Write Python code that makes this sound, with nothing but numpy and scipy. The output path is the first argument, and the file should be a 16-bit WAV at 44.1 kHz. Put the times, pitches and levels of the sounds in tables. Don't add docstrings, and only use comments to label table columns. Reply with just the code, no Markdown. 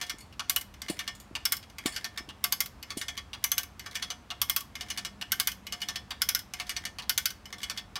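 import sys
import numpy as np
from scipy import signal
from scipy.fft import rfft, irfft, next_fast_len
from scipy.io import wavfile
from scipy.ndimage import map_coordinates

SR = 44100
rng = np.random.default_rng(int(sys.argv[2]) if len(sys.argv) > 2 else 0)


def unload_wav(signal):
    wavfile.write(
        sys.argv[1],
        SR,
        np.round(np.clip(np.atleast_2d(signal).T, -1, 1) * 32767).astype(np.int16),
    )


N = 352359

# (frequency [Hz], lever pawl [dB], drum pawl [dB], settling [dB], bite [dB], chink [dB])
COLOURS = [(250, -27, -15, -18, -25, -23), (560, -26, -15.5, -12, -26, -24), (805, -11.5, -12, -1, 2, -32),
           (1290, -6, -6, 2.5, -4, -19), (2140, -5.5, -4.5, 2, 8, 1), (3150, -1, -1.5, -2, -1.5, -9.5),
           (4630, -1.5, -1.5, -3.5, -3, -3.5), (6350, -1.5, -5, -11, -3.5, -12),
           (6760, -4.5, -7.5, -15, -6.5, 2), (9550, -2.5, -11, -18, -9, -5),
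           (12800, 4.5, -12, -20.5, -6, -8), (16200, -3.5, -19, -25, -20, -19)]
LEVER_TONE, DRUM_TONE, SETTLE_TONE, BITE_TONE, CHINK_TONE = range(1, 6)


def amp(db):
    return 10 ** (np.asarray(db) / 20)


def unit(x):
    return x / np.sqrt(np.mean(x ** 2) + 1e-20)


def along(points, hz):
    f, v = np.transpose(points)
    return np.interp(np.log(hz + 1), np.log(f + 1), v)


def filtered(x, response):
    n = x.shape[-1]
    m = next_fast_len(n + 2048)
    return irfft(rfft(x, m) * response(np.fft.rfftfreq(m, 1 / SR)), m)[..., :n]


def resonance(hz, centre_hz, width_hz):
    return 1j * hz * width_hz / (centre_hz ** 2 - hz ** 2 + 1j * hz * width_hz)


def wobble(rate):
    return map_coordinates(rng.standard_normal(int(N * rate / SR) + 4), [np.arange(N) * rate / SR])


def add(track, s, x):
    start = round(s * SR)
    x = x[max(-start, 0):]
    part = track[max(start, 0):][:len(x)]
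    part += x[:len(part)]


def outdoors(air_db=-54, traffic_db=-61):
    air_spectrum = [(24, -57), (33, -20), (42, -1.5), (70, -2), (110, -3), (160, -9.5), (260, -9.5),
                    (400, -16.5), (650, -17), (1050, -16), (2000, -23), (5500, -33), (8000, -36.5),
                    (16000, -46.5)]
    engine_swell = [(0, -66), (4.5, -65.5), (5, -58), (5.6, -59), (6.4, -64), (8, -61)]

    def hum(centre_hz, half_width_hz):
        noise = rng.standard_normal(N)
        return unit(filtered(noise, lambda hz: resonance(hz, centre_hz, 2 * half_width_hz) ** 2))

    air = unit(filtered(rng.standard_normal(N), lambda hz: amp(along(air_spectrum, hz))))
    air *= amp(air_db + 0.17 * wobble(3.15))
    traffic = amp(traffic_db) * hum(centre_hz=69, half_width_hz=14)
    engine_db = np.interp(np.arange(N) / SR, *np.transpose(engine_swell))
    return air + traffic + amp(engine_db) * hum(centre_hz=198, half_width_hz=22)


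def tooth_scrape(drops, offset_db, climb_s, grain_db=6.5):
    pressure, t = np.zeros(N), np.arange(SR // 7) / SR
    for s, db, *_ in drops:
        add(pressure, s - t[-1], amp(db + offset_db) * np.exp(-t[::-1] / climb_s))
    # (frequency [Hz], width [Hz], gain [dB])
    body = [(1740, 130, 9.5), (2080, 290, 10.5), (3150, 510, 3), (4800, 1080, -13.5)]
    grit = rng.standard_normal(N) * amp(grain_db * wobble(250))
    scrape = filtered(grit, lambda hz: sum(amp(db) * resonance(hz, f, width) for f, width, db in body))
    return pressure * unit(scrape)


def dense_ring(t, after_db, bounce_db, bounce_s, dull_db_per_octave=0.58, crack_db=0.3, crack_t60=.01):
    # (frequency [Hz], rise [s], burst t60 [s], after-ring t60 [s])
    ring = [(900, 0.0079, 0.068, 0.14), (1800, 0.0061, 0.059, 0.14), (3240, 0.00067, 0.026, 0.13),
            (7000, 0.0006, 0.044, 0.17), (13000, 0.00038, 0.021, 0.13)]
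    centres, rise, burst_t60, after_t60 = np.transpose(ring)[:, :, None]
    band_shapes = [list(zip(centres[:, 0], weights)) for weights in np.eye(len(ring))]
    noise = rng.standard_normal(len(t))
    bands = filtered(noise, lambda hz: np.array([along(shape, hz) for shape in band_shapes]))
    attack = (1 - np.exp(-t / rise)) ** 2
    blow = attack * (amp(-60 * t / burst_t60) ** 2 + amp(after_db - 60 * t / after_t60) ** 2)
    band_ratio = centres / centres[2]
    crack = amp(crack_db - 60 * t / crack_t60) ** 2 * np.minimum(band_ratio, 1) ** 3
    power = blow + crack
    loss_db = bounce_db - dull_db_per_octave * np.log2(band_ratio)
    for k, s in enumerate(np.cumsum(bounce_s * (.5 + rng.random(3))), 1):
        power += amp(k * loss_db) ** 2 * np.pad(blow, ((0, 0), (round(s * SR), 0)))[:, :len(t)]
    return unit(np.sum(bands * np.sqrt(power), axis=0))


def frame_ring(t, at_drum, scatter_db=2.4, detune=.006, unrest=0.00026):
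    # (frequency [Hz], t60 [s], level struck at the lever [dB], level struck at the drum [dB])
    frame = [(718, .35, -11, -11.5), (1140, .12, -4, -5), (1394, .07, -7, -14), (1558, .1, -7, -11),
             (1795, .2, -14, -7), (2125, .14, -6, -7), (2297, .13, -14, -8), (2480, .13, -15, -15),
             (2930, .11, -8, -4), (2992, .11, -5, -15), (3280, .12, -8, -9), (3358, .17, -11, -6.5),
             (3580, .08, -15, -7), (4480, .07, -10, -3), (4650, .09, -7, -12), (5215, .15, -7, -6),
             (5860, .08, -7, -4), (6120, .07, -8, -3), (8200, .06, -10, -5), (9805, .08, -6, -4),
             (10890, .08, -10, -16), (11970, .06, -4, -3), (12600, .06, -7, -10), (13960, .08, -3, -8)]
    hz, t60, lever_db, drum_db = np.transpose(frame)[:, :, None]
    strength, pitch, phase = rng.standard_normal((3, len(frame), 1))
    drift = unrest * hz * np.cumsum(rng.standard_normal((len(frame), len(t))), axis=1) / np.sqrt(len(t))
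    db = (drum_db if at_drum else lever_db) + scatter_db * strength - 60 * t / t60
    modes = amp(db) * np.sin(2 * np.pi * (hz * (1 + detune * pitch) * t + phase + drift))
    return unit(modes.sum(axis=0) * (1 - np.exp(-t / 0.0004)))


def in_yard(x, wet_db):
    decay = [(200, 0.17), (1000, 0.376), (4000, 0.4), (8000, 0.36), (15000, 0.25)]
    hz, t, spectrum = signal.stft(rng.standard_normal(SR // 2), SR, nperseg=256)
    envelope = amp(-60 * t / along(decay, hz)[:, None]) * (1 - np.exp(-t / 0.01))
    tail = signal.istft(spectrum * envelope, SR, nperseg=256)[1]
    echo = amp(wet_db) * tail / np.linalg.norm(tail)
    echo[0] = 1
    return signal.fftconvolve(x, echo)


def clicks(hits, tone, at_drum, modes_db, note_db, after_db, bounce_db, bounce_s, wet_db,
           note_width_hz=65, ripple_db=2.4, ripple_hz=330):
    track, t = np.zeros(N), np.arange(SR // 5) / SR
    colour = [(row[0], row[tone]) for row in COLOURS]
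    transient = round(.025 * SR)
    for s, db, knock_db, clank_db, tick_db, *notes_hz in hits:
        notes = lambda hz: sum(resonance(hz, note, note_width_hz) for note in notes_hz)
        ring = dense_ring(t, after_db, bounce_db, bounce_s)
        ring = filtered(ring, lambda hz: 1 + amp(note_db) * notes(hz))
        ring += amp(modes_db) * frame_ring(t, at_drum)
        eq = [(1150, knock_db), (1400, clank_db), (2200, clank_db), (2900, 0), (6000, 0), (8000, tick_db)]
        spots = rng.standard_normal(256)
        ripple = lambda hz: ripple_db * map_coordinates(spots, [hz / ripple_hz], mode="mirror")
        click = filtered(ring, lambda hz: amp(along(colour, hz) + along(eq, hz) + ripple(hz)))
        add(track, s, in_yard(amp(db) * click / np.std(click[:transient]), wet_db))
    return track


def drum_pawl(rattle_db=-50):
    # (tooth times [s], level [dB], first tooth softer by [dB], clank [dB], wheel note [Hz])
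    pulls = [((0.0136, 0.0964), -33.3, .5, 3.5, 2890), ((0.8841, 0.9915, 1.0771), -33.7, 4, 3.5, 2870),
             ((1.8593, 1.9627, 2.0439, 2.1752), -33.6, -2.5, 3, 1795), ((2.9044, 3.0134, 3.0829, 3.1764),
             -34.6, 2.5, 3, 2130), ((3.8614, 3.9538, 4.0254, 4.1028), -32.8, 7.5, 2.5, 6150),
             ((4.809, 4.9025, 4.9751, 5.0489), -33.4, 3.5, 0, 2930), ((5.7239, 5.8174, 5.8864, 5.9579),
             -32.6, 1.5, -1, 2940), ((6.5988, 6.6938, 6.7652, 6.8523), -32.7, 1.2, 2.5, 2300),
             ((7.5268, 7.6313, 7.6979, 7.7745), -33.7, 6, 1.5, 3400)]
    # (level offset [dB], knock [dB], tick [dB])
    pull_teeth = [(0, 4, -1), (0, -.5, -.8), (0, 1.5, -2), (-1.5, 1, -2)]
    drops = []
    for times, pull_db, first_soft_db, clank_db, note_hz in pulls:
        for k, (s, (tooth_db, knock_db, tick_db)) in enumerate(zip(times, pull_teeth)):
            soft_db = first_soft_db if k == 0 else 0
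            db = pull_db + tooth_db - soft_db
            drops.append((s, db, knock_db + soft_db, clank_db + .6 * soft_db, tick_db, note_hz))
        drops += [(s, rattle_db, 0, 0, 0, note_hz) for s in rng.uniform(times[0], times[1], 2)]
    ratchet = clicks(drops, DRUM_TONE, at_drum=True, modes_db=-4, note_db=8.5, after_db=-16,
                     bounce_db=-3, bounce_s=.0055, wet_db=-22.5)
    return ratchet + tooth_scrape(drops, offset_db=-17.5, climb_s=0.036)


def strap_twangs(start_hz=1300, end_hz=230, glide_s=0.00224, crest_s=0.0067, log_width=0.27,
                 shudder_db=-14, shudder_t60=0.1):
    twangs = [(.136, -39), (.895, -22), (0.901, -26.5), (1.307, -40.5), (1.853, -20.5), (2.202, -39),
              (2.279, -41), (2.966, -27)]
    track, t = np.zeros(N), np.arange(1, SR // 4) / SR
    pitch = end_hz + (start_hz - end_hz) * np.exp(-t / glide_s)
    swell = np.exp(-.5 * (np.log(t / crest_s) / log_width) ** 2)
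    sweep = swell * np.sin(2 * np.pi * np.cumsum(pitch) / SR)
    # (frequency [Hz], gain [dB])
    body = [(60, 6), (170, -45), (380, -15), (630, 11.5), (2000, -35), (6000, -70)]
    for s, db in twangs:
        shudder = unit(filtered(rng.standard_normal(len(t)), lambda hz: amp(along(body, hz))))
        shudder *= amp(shudder_db - 60 * t / shudder_t60) * (1 - np.exp(-t / crest_s))
        add(track, s, in_yard(amp(db) * (sweep + shudder), wet_db=-15))
    return track


def hook_chinks(knock_db=-3, clank_db=-6, tick_db=-1):
    chinks = [(0.1845, -52, 9350), (0.2064, -51, 4450), (0.8984, -37, 9140), (1.1505, -53.5, 15000),
              (1.2003, -51.5, 13200), (1.8593, -34, 9350), (1.9224, -47, 4500), (2.9739, -38, 9350)]
    hits = [(s, db, knock_db, clank_db, tick_db, note_hz) for s, db, note_hz in chinks]
    return clicks(hits, CHINK_TONE, at_drum=True, modes_db=-1, note_db=16, after_db=-6,
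                  bounce_db=-8, bounce_s=.004, wet_db=-15)


def load_settling(knock_db=-4, clank_db=-6.5, tick_db=.3, note_hz=2850):
    clunks = [(0.326, -55), (0.3945, -33.5), (1.3522, -33), (1.628, -51), (2.2895, -43.5), (3.3321, -38.5),
              (4.3036, -35.3), (5.2129, -35), (6.1066, -35.5), (6.9856, -37.5), (7.0222, -47),
              (7.9564, -34.5)]
    hits = [(s, db, knock_db, clank_db, tick_db, note_hz) for s, db in clunks]
    return clicks(hits, SETTLE_TONE, at_drum=True, modes_db=-9, note_db=4, after_db=-22,
                  bounce_db=-1, bounce_s=.0044, wet_db=-17)


def lever_pawl(drop_db=-23.8, clank_db=1.5, chatter_db=-40.3, fade_db_per_tooth=.4, thin_db_per_tooth=1.5):
    # (tooth times [s], turn time [s], knock [dB], tick [dB], low wheel note [Hz], high wheel note [Hz])
    returns = [((0.4966, 0.5618), 0.6111, 2.5, -2, 2130, 2950), ((1.4533, 1.5219),
               1.5677, 0, -3, 2125, 5420), ((2.4409, 2.5234, 2.6047), 2.6592, 2, -3.2, 2120, 4620),
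               ((3.4409, 3.5173, 3.5804), 3.6323, 2, -2, 2280, 6250), ((4.4161, 4.4972, 4.5631),
               4.6066, 1.5, -2.5, 1135, 3290), ((5.3194, 5.3992, 5.4724), 5.5172, -1.5, -3.8, 1555, 3050),
               ((6.2185, 6.2893, 6.3487), 6.3913, -5, -5.3, 1480, 5200), ((7.0949, 7.1777, 7.2566),
               7.3046, -5, -6, 1500, 4650)]
    drops = []
    for times, turn_s, knock_db, tick_db, *notes_hz in returns:
        for k, s in enumerate(times):
            db = drop_db - k * fade_db_per_tooth
            drops.append((s, db, knock_db + (1 - k) * thin_db_per_tooth, clank_db, tick_db, *notes_hz))
        drops.append((turn_s, chatter_db, knock_db, clank_db, tick_db, *notes_hz))
    ratchet = clicks(drops, LEVER_TONE, at_drum=False, modes_db=-7, note_db=8, after_db=-16,
                     bounce_db=-6, bounce_s=.0015, wet_db=-24)
    return amp(-1) * ratchet + tooth_scrape(drops, offset_db=-22, climb_s=0.0076)


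def lever_bite(knock_db=-7.5, clank_db=-6.5, tick_db=-4, note_hz=5900):
    bites = [(0.7402, -54), (0.818, -39.5), (1.6991, -56), (1.7839, -40.5), (2.8274, -42.6),
             (3.7948, -42.5), (4.7541, -39.5), (5.6677, -40.5), (6.5368, -37.3), (7.4558, -46)]
    hits = [(s, db, knock_db, clank_db, tick_db, note_hz) for s, db in bites]
    return clicks(hits, BITE_TONE, at_drum=False, modes_db=-5, note_db=4, after_db=-17,
                  bounce_db=-6, bounce_s=.0025, wet_db=-19)


def scene():
    pulling = drum_pawl() + strap_twangs() + hook_chinks()
    return (outdoors() + pulling + load_settling() + lever_pawl() + lever_bite())[None]


def record(dry):
    top_hz = 15850
    return filtered(dry, lambda hz: 1 / np.sqrt(1 + (hz / top_hz) ** 140))


dry = scene()
out = record(dry)
unload_wav(out)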